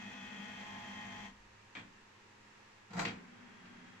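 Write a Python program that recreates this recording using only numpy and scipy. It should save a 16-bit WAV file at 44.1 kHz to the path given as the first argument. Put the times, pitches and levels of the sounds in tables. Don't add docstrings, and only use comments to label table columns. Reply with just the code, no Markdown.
import sys
import numpy as np
from scipy import signal
from scipy.fft import rfft, irfft, next_fast_len
from scipy.io import wavfile
from scipy.ndimage import map_coordinates

SR = 44100
rng = np.random.default_rng(int(sys.argv[2]) if len(sys.argv) > 2 else 0)


def transcribe(signal):
    frames = np.atleast_2d(signal).T
    limited = np.clip(frames, -1, 1)
    pcm = np.round(limited * 32767).astype(np.int16)
    wavfile.write(sys.argv[1], SR, pcm)


N = 176400
HIT_N = SR // 2
SHAFT_HZ, WHEEL_HZ, MOTOR_OFF_S = 52.5, 5.7, 1.267
ATTACK_S = 0.0011

# f/Hz, relative level/dB
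HISS_SPECTRUM = [(20, -5.5), (30, -21), (70, -18.5), (105, -4), (140, -13.5), (175, -15), (215, -12.5),
                 (260, -11), (420, -9), (540, -15.5), (680, -15), (900, -11), (1250, -10), (1480, -13),
                 (1750, -9), (2200, -13), (2700, -13), (3100, -18), (4500, -21.5), (6500, -24),
                 (7800, -28.5), (9000, -28), (11900, -28.5), (12600, -47), (15500, -52)]
RUB_SPECTRUM = [(88, -28), (150, -9.5), (242, -6.5), (283, -12.5), (498, -21), (1930, -13.5), (2860, -22.5),
                (3280, -31), (6610, -41), (9000, -65), (11700, -84), (19800, -120)]
RATTLE_SPECTRUM = [(35, -26), (70, -20.5), (141, -15), (200, -13.5), (302, -17.5), (551, -20), (780, -13.5),
                   (940, -14.5), (1150, -19), (1480, -19), (1680, -11.5), (2120, -12.5), (2300, -17.5),
                   (2560, -15), (2950, -22.5), (3200, -13.5), (3420, -17.5), (3600, -25.5), (4250, -26.5),
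                   (5450, -32), (5870, -24), (6200, -34), (6420, -25.5), (6750, -30), (7150, -35),
                   (7900, -35.5), (8700, -42.5), (11000, -38.5), (15000, -39)]
CATCH_SPECTRUM = [(100, -33), (210, 1), (330, -10), (600, -10.5), (1000, -4), (1350, -6.5), (1900, -0.5),
                  (2150, -4), (2350, 0), (2800, -11), (3400, -3), (3900, -11.5), (4250, -13), (4900, -20),
                  (7500, -25), (9000, -36), (15000, -38)]
SCRAPE_SPECTRUM = [(80, -12), (180, 5), (300, -14), (580, -9), (800, -1), (1400, -6.5), (2000, -7.5),
                   (3000, -19.5), (8000, -28), (15000, -53)]
KNOCK_SPECTRUM = [(120, -20), (200, -8), (330, -11), (470, -2), (590, -12.5), (780, -2.5), (1030, -7),
                  (1180, -9.5), (1400, -3.5), (1700, -12), (2030, -5.5), (2450, -16), (3000, -27),
                  (3600, -21), (4050, -9), (4350, -24), (4650, -10), (5100, -19), (7900, -20), (8700, -29),
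                  (10000, -39.5), (11400, -23.5), (15000, -42)]
CLICK_SPECTRUM = [(180, -24), (300, -6.5), (466, -9), (580, -19), (753, -9.5), (1110, -13.5), (1460, -5.5),
                  (1690, -8.5), (2490, -2.5), (3060, -10.5), (4300, -11.5), (5230, -18), (8000, -29),
                  (10400, -54), (17600, -120)]
# f/Hz, relative level/dB, T60/s
CASING_MODES = [(77, -16, 0.51), (111.3, -2, 0.38), (147.5, -7, 0.34), (173.9, -1, 0.54),
                (198.2, -1.5, 0.56), (234.4, -3, 0.57), (270, -7, 0.35), (294, -3, 0.4), (353, -9, 0.23),
                (471.4, -6.5, 0.28)]
FRAME_MODES = [(690, -7, 0.33), (785, -6, 0.22), (874, -9, 0.25), (1033, -5.5, 0.32), (1378, -7, 0.24),
               (1990, -19, .2), (2346, -15, 0.27)]
PLASTIC_MODES = [(1055, -4, 0.14), (1870, -2.5, 0.17), (2054, 0.5, .1), (2315, -1, 0.19), (2480, -4.5, .24),
                 (2790, -8, .2), (3240, -5, 0.18)]
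# t/s, gain/dB
DRONE_SWELL = [(3.2, 2), (3.3, 0.5), (3.459, 0.5), (3.57, -4.5), (3.65, 0.5), (3.75, 1), (4, -1)]
GEAR_SWELL = [(0.34, -2), (0.41, 1.5), (0.52, -1), (0.94, -1), (1.0, 0.5), (1.07, -0.5), (1.27, -2.5)]
# t/s, level/dB
TICK_HITS = [(3.655, -60.5)]
CATCH_HITS = [(1.7507, -47), (1.7671, -50.5), (1.786, -53.5)]
# f/Hz, level/dB
HUM_TONES = [(103, -75), (209.8, -74), (527.6, -83), (834.4, -83.5), (936.7, -77), (1055, -83), (1669, -83),
             (1873, -81.5)]
THRUM_NEIGHBOURS = [(226, -69.5), (251, -64.5)]

DRONE_BANDS = [(110, 34, -75.5), (183, 15, -65.5), (244.3, 28, -64.5), (403, 86, -73.5), (787, 40, -77),
               (1580, 35, -73.5)]
GEAR_LOAD = [(0, 0.19), (.3, 0.12), (.55, 0.27), (.76, 1.06), (.88, 0.74), (1.27, 0.79)]
GEAR_ORDERS = [(2, -71, 3), (4.08, -60.5, -5), (9.05, -72.5, -7), (12, -81, 3), (13, -73.5, 8.5),
               (16, -65.5, 8.5), (17, -84, 19), (18, -87, 18), (20, -71, 11), (23, -70, -1), (24, -76.5, 2),
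               (28, -66.5, -11), (36, -61, 2.5), (40, -69.5, 3.5), (41, -76, 5), (46, -79, 7),
               (47, -65, -5), (48, -63, -18), (49, -61.5, -18), (58, -82, 7), (59, -84, 0), (60, -65, 2.5),
               (63.3, -70, -15), (63.4, -78.5, 10.5), (65, -63.5, -12.5)]
TOOTH_PULSES = [(1, 0.11), (3, 0.085), (6, 0.12), (8, 0.15)]
GROAN_PATH = [(2.904, 192, -66), (2.921, 188.7, -47.5), (2.936, 188.4, -60), (2.95, 183.8, -43),
              (2.99, 173, -40.5), (3.02, 166.5, -47.5), (3.049, 136, -51.5), (3.1, 120, -66)]
GROAN_HARMONICS = [(1, -1), (2, -26), (4, -17), (5, -18)]
CLUNK_HITS = [(2.906, -57.5, -60, -62.5), (2.932, -49.5, -49.5, -59), (2.966, -48, -48.5, -60),
              (2.978, -54, -47.5, -66), (2.992, -46.5, -35.5, -42), (3.016, -48, -44.5, -56),
              (3.0502, -48.5, -52.5, -38.5), (3.076, -49.5, -61, -43)]
BAND_DECAY = [(200, 0.6), (1000, 0.37), (2500, 0.26), (5000, 0.22), (12000, 0.33)]
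COHERENCE = [(60, .995), (150, .95), (200, 0.83), (270, 0.51), (500, 0), (1000, 0.021), (2000, 0.11),
             (4000, 0), (10000, 0.011)]
PORT_BALANCE = [(300, 0.4), (1000, 0.1), (3000, 1.5), (5000, 3), (5600, 5), (6400, 6), (7000, 7),
                (7700, -8), (8200, -7.5), (8600, 1)]


def amp(db):
    return 10 ** (np.asarray(db) / 20)


def unit(x):
    return x / np.sqrt(np.mean(x ** 2) + 1e-20)


def along(points, hz):
    f, v = np.transpose(points)
    return np.interp(np.log(hz + 1), np.log(f + 1), v)


def clock():
    return np.arange(N) / SR


def curve(points):
    return np.interp(clock(), *np.transpose(points))


def wobble(rate_hz):
    knots = rng.standard_normal(int(N * rate_hz / SR) + 4)
    return map_coordinates(knots, [clock() * rate_hz], mode="nearest")


def filtered(x, response):
    m = next_fast_len(x.shape[-1] + SR // 2)
    return irfft(rfft(x, m) * response(np.fft.rfftfreq(m, 1 / SR)), m)[..., :x.shape[-1]]


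def noise(gain, size=N):
    def mid_side(hz):
        angle = np.arccos(np.clip(along(COHERENCE, hz), -1, 1)) / 2
        return gain(hz) * np.array([np.cos(angle), np.sin(angle)])
    mid, side = filtered(rng.standard_normal((2, size)), mid_side)
    return unit(np.array([mid + side, mid - side]))


def coloured(spectrum, size=N):
    return noise(lambda hz: amp(along(spectrum, hz)), size)


def band(centre_hz, width_hz):
    return noise(lambda hz: 1 / (1 + ((hz - centre_hz) / width_hz * 2) ** 4))


def tone(hz, rms_db, drift_rad, drift_hz):
    return np.sqrt(2) * amp(rms_db) * np.sin(2 * np.pi * hz * clock() + drift_rad * wobble(drift_hz))


def pan(db):
    return amp(np.array([[db], [-db]]) / 2)


def add(out, start_s, x):
    i = round(start_s * SR)
    out[:, i:i + x.shape[1]] += x[:, :N - i]


def ring(modes, attack_s=ATTACK_S):
    t, out = np.arange(HIT_N) / SR, 0
    for hz, db, t60_s in modes:
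        phase = rng.uniform(0, 2 * np.pi) + np.array([[1], [-1]]) * rng.normal() * min(hz / 1000, 0.7)
        decay = amp(db + rng.normal(0, 1) - 60 * t / t60_s)
        detuned_hz = hz * (1 + rng.normal(0, 0.0064))
        out = out + decay * np.sin(2 * np.pi * detuned_hz * t + phase)
    return out * (1 - np.exp(-t / attack_s))


def burst(spectrum):
    hz, frame_s, bins = signal.stft(coloured(spectrum, HIT_N), SR, nperseg=256)
    decay = amp(-60 * frame_s / along(BAND_DECAY, hz)[:, None])
    ringing = signal.istft(bins * decay, SR)[1][:, :HIT_N]
    t = np.arange(HIT_N) / SR
    crack = 1 + 0.51 * np.exp(-t / 0.0032)
    return ringing * crack * (1 - np.exp(-t / ATTACK_S))


def room():
    hum = sum(tone(hz, db + 1.4 * wobble(6.8), drift_rad=0.5, drift_hz=7.7) for hz, db in HUM_TONES)
    hiss = amp(-61.5 + 0.3 * wobble(5.44)) * coloured(HISS_SPECTRUM)
    return hum + hiss * pan(-1.9)


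def drone(start_s=3.03, whirr_start_s=3.22, rise_s=0.16):
    rise = lambda s: np.clip((clock() - s) / rise_s, 0, 1)
    hum = amp(curve(DRONE_SWELL)) * sum(amp(db) * band(hz, width) for hz, width, db in DRONE_BANDS)
    rub = amp(-61.5 + 1.2 * wobble(10)) * coloured(RUB_SPECTRUM)
    whirr = amp(-74) * band(3250, width_hz=220)
    return (hum + rub) * rise(start_s) + whirr * rise(whirr_start_s)


def tick():
    out = np.zeros((2, N))
    for s, db in TICK_HITS:
        add(out, s, amp(db) * burst(CLICK_SPECTRUM))
    return out


def shudder(peak_s=1.29, rise_db_per_s=70, fade_db_per_s=35):
    late_s = clock() - peak_s
    return amp(-64 + np.minimum(rise_db_per_s * late_s, -fade_db_per_s * late_s)) * band(33, width_hz=96)


def run_down(t60_s):
    return amp(-60 * np.maximum(clock() - MOTOR_OFF_S, 0) / t60_s)


def casing_thrum():
    wheel_db = 5 * np.cos(2 * np.pi * WHEEL_HZ * (clock() - 0.05))
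    swell_db = wheel_db + 1.2 * wobble(20.5) + 1.2 * wobble(70)
    thrum = tone(198.8, -57.5 + swell_db, drift_rad=0.24, drift_hz=24.95)
    neighbours = sum(tone(hz, db + 2.5 * wobble(13.5), drift_rad=0.56, drift_hz=11.7)
                     for hz, db in THRUM_NEIGHBOURS)
    boom = amp(-62.5) * band(229, width_hz=89)
    return (thrum + neighbours + boom) * run_down(t60_s=0.38)


def feed_gears():
    load, swell_db = curve(GEAR_LOAD), curve(GEAR_SWELL)
    shaft_rad = 2 * np.pi * np.cumsum(SHAFT_HZ * (1 + 0.0013 * wobble(24.96))) / SR
    whine = np.zeros((2, N))
    for order, db, load_db in GEAR_ORDERS:
        phase = np.round(order) * shaft_rad + rng.uniform(0, 2 * np.pi)
        side = 0.7 * min(order / 10, 1) * np.cos(phase + 0.73 * wobble(2.8))
        level = np.sqrt(2) * amp(db + swell_db + load_db * load + 2 * wobble(16.1))
        whine += level * np.array([np.sin(phase) + side, np.sin(phase) - side])
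    mesh = sum(depth * np.cos(k * shaft_rad + rng.uniform(0, 2 * np.pi)) for k, depth in TOOTH_PULSES)
    rattle = coloured(RATTLE_SPECTRUM) * unit(np.exp(mesh))
    rattle *= amp(-52 + load + 0.19 * swell_db + 0.6 * wobble(39.9))
    chatter = band(2580, width_hz=130) * amp(-60.5 - 15 * load + swell_db)
    return (whine + rattle + chatter) * pan(0.9) * run_down(t60_s=0.22)


def catch(thud_s=1.765):
    out = np.zeros((2, N))
    for s, db in CATCH_HITS:
        add(out, s, amp(db) * (burst(CATCH_SPECTRUM) + amp(-4) * ring(PLASTIC_MODES)) * pan(-0.5))
    add(out, thud_s, amp(-53) * ring(CASING_MODES, attack_s=0.015))
    return out


def lurch(start_s=2.89, impact_s=2.995, rise_db_per_s=322, fade_db_per_s=400):
    late_s = clock() - impact_s
    db = -38.5 + np.minimum(rise_db_per_s * late_s, -fade_db_per_s * late_s)
    return amp(db + 1.3 * wobble(200)) * coloured(SCRAPE_SPECTRUM) * (clock() > start_s)


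def groan():
    t = clock()
    s, hz, db = np.transpose(GROAN_PATH)
    phase = 2 * np.pi * np.cumsum(np.interp(t, s, hz) * (1 + 0.0193 * wobble(120))) / SR
    partials = sum(amp(partial_db) * np.sin(k * phase + rng.uniform(0, 2 * np.pi))
                   for k, partial_db in GROAN_HARMONICS)
    envelope = np.interp(t, s, amp(db), left=0, right=0) * amp(1.6 * wobble(110))
    return np.sqrt(2) * envelope * partials


def clunk(pawl_s=3.052, pawl_t60_s=0.045):
    out, t = np.zeros((2, N)), np.arange(HIT_N) / SR
    for s, thud_db, knock_db, click_db in CLUNK_HITS:
        add(out, s, amp(thud_db) * ring(CASING_MODES, attack_s=0.01))
        add(out, s, amp(knock_db) * (burst(KNOCK_SPECTRUM) + amp(-3) * ring(FRAME_MODES)))
        add(out, s, amp(click_db) * (burst(CLICK_SPECTRUM) + amp(-4) * ring(PLASTIC_MODES)))
    add(out, pawl_s, amp(-32 - 60 * t / pawl_t60_s) * burst(CLICK_SPECTRUM))
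    return out


def scene():
    feed = feed_gears() + casing_thrum() + shudder()
    return feed + catch() + lurch() + groan() + clunk() + drone() + tick() + room()


def record(dry):
    shelf_hz, shelf_db, limit_hz = 8070, -11.5, 15500
    shelf = lambda hz: amp(shelf_db * (1 + np.tanh((hz - shelf_hz) / 150)) / 2)
    ports = lambda hz: amp(along(PORT_BALANCE, hz) * np.array([[1], [-1]]) / 2)
    return filtered(dry, lambda hz: ports(hz) * shelf(hz) * (hz < limit_hz))


dry = scene()
out = record(dry)
transcribe(out)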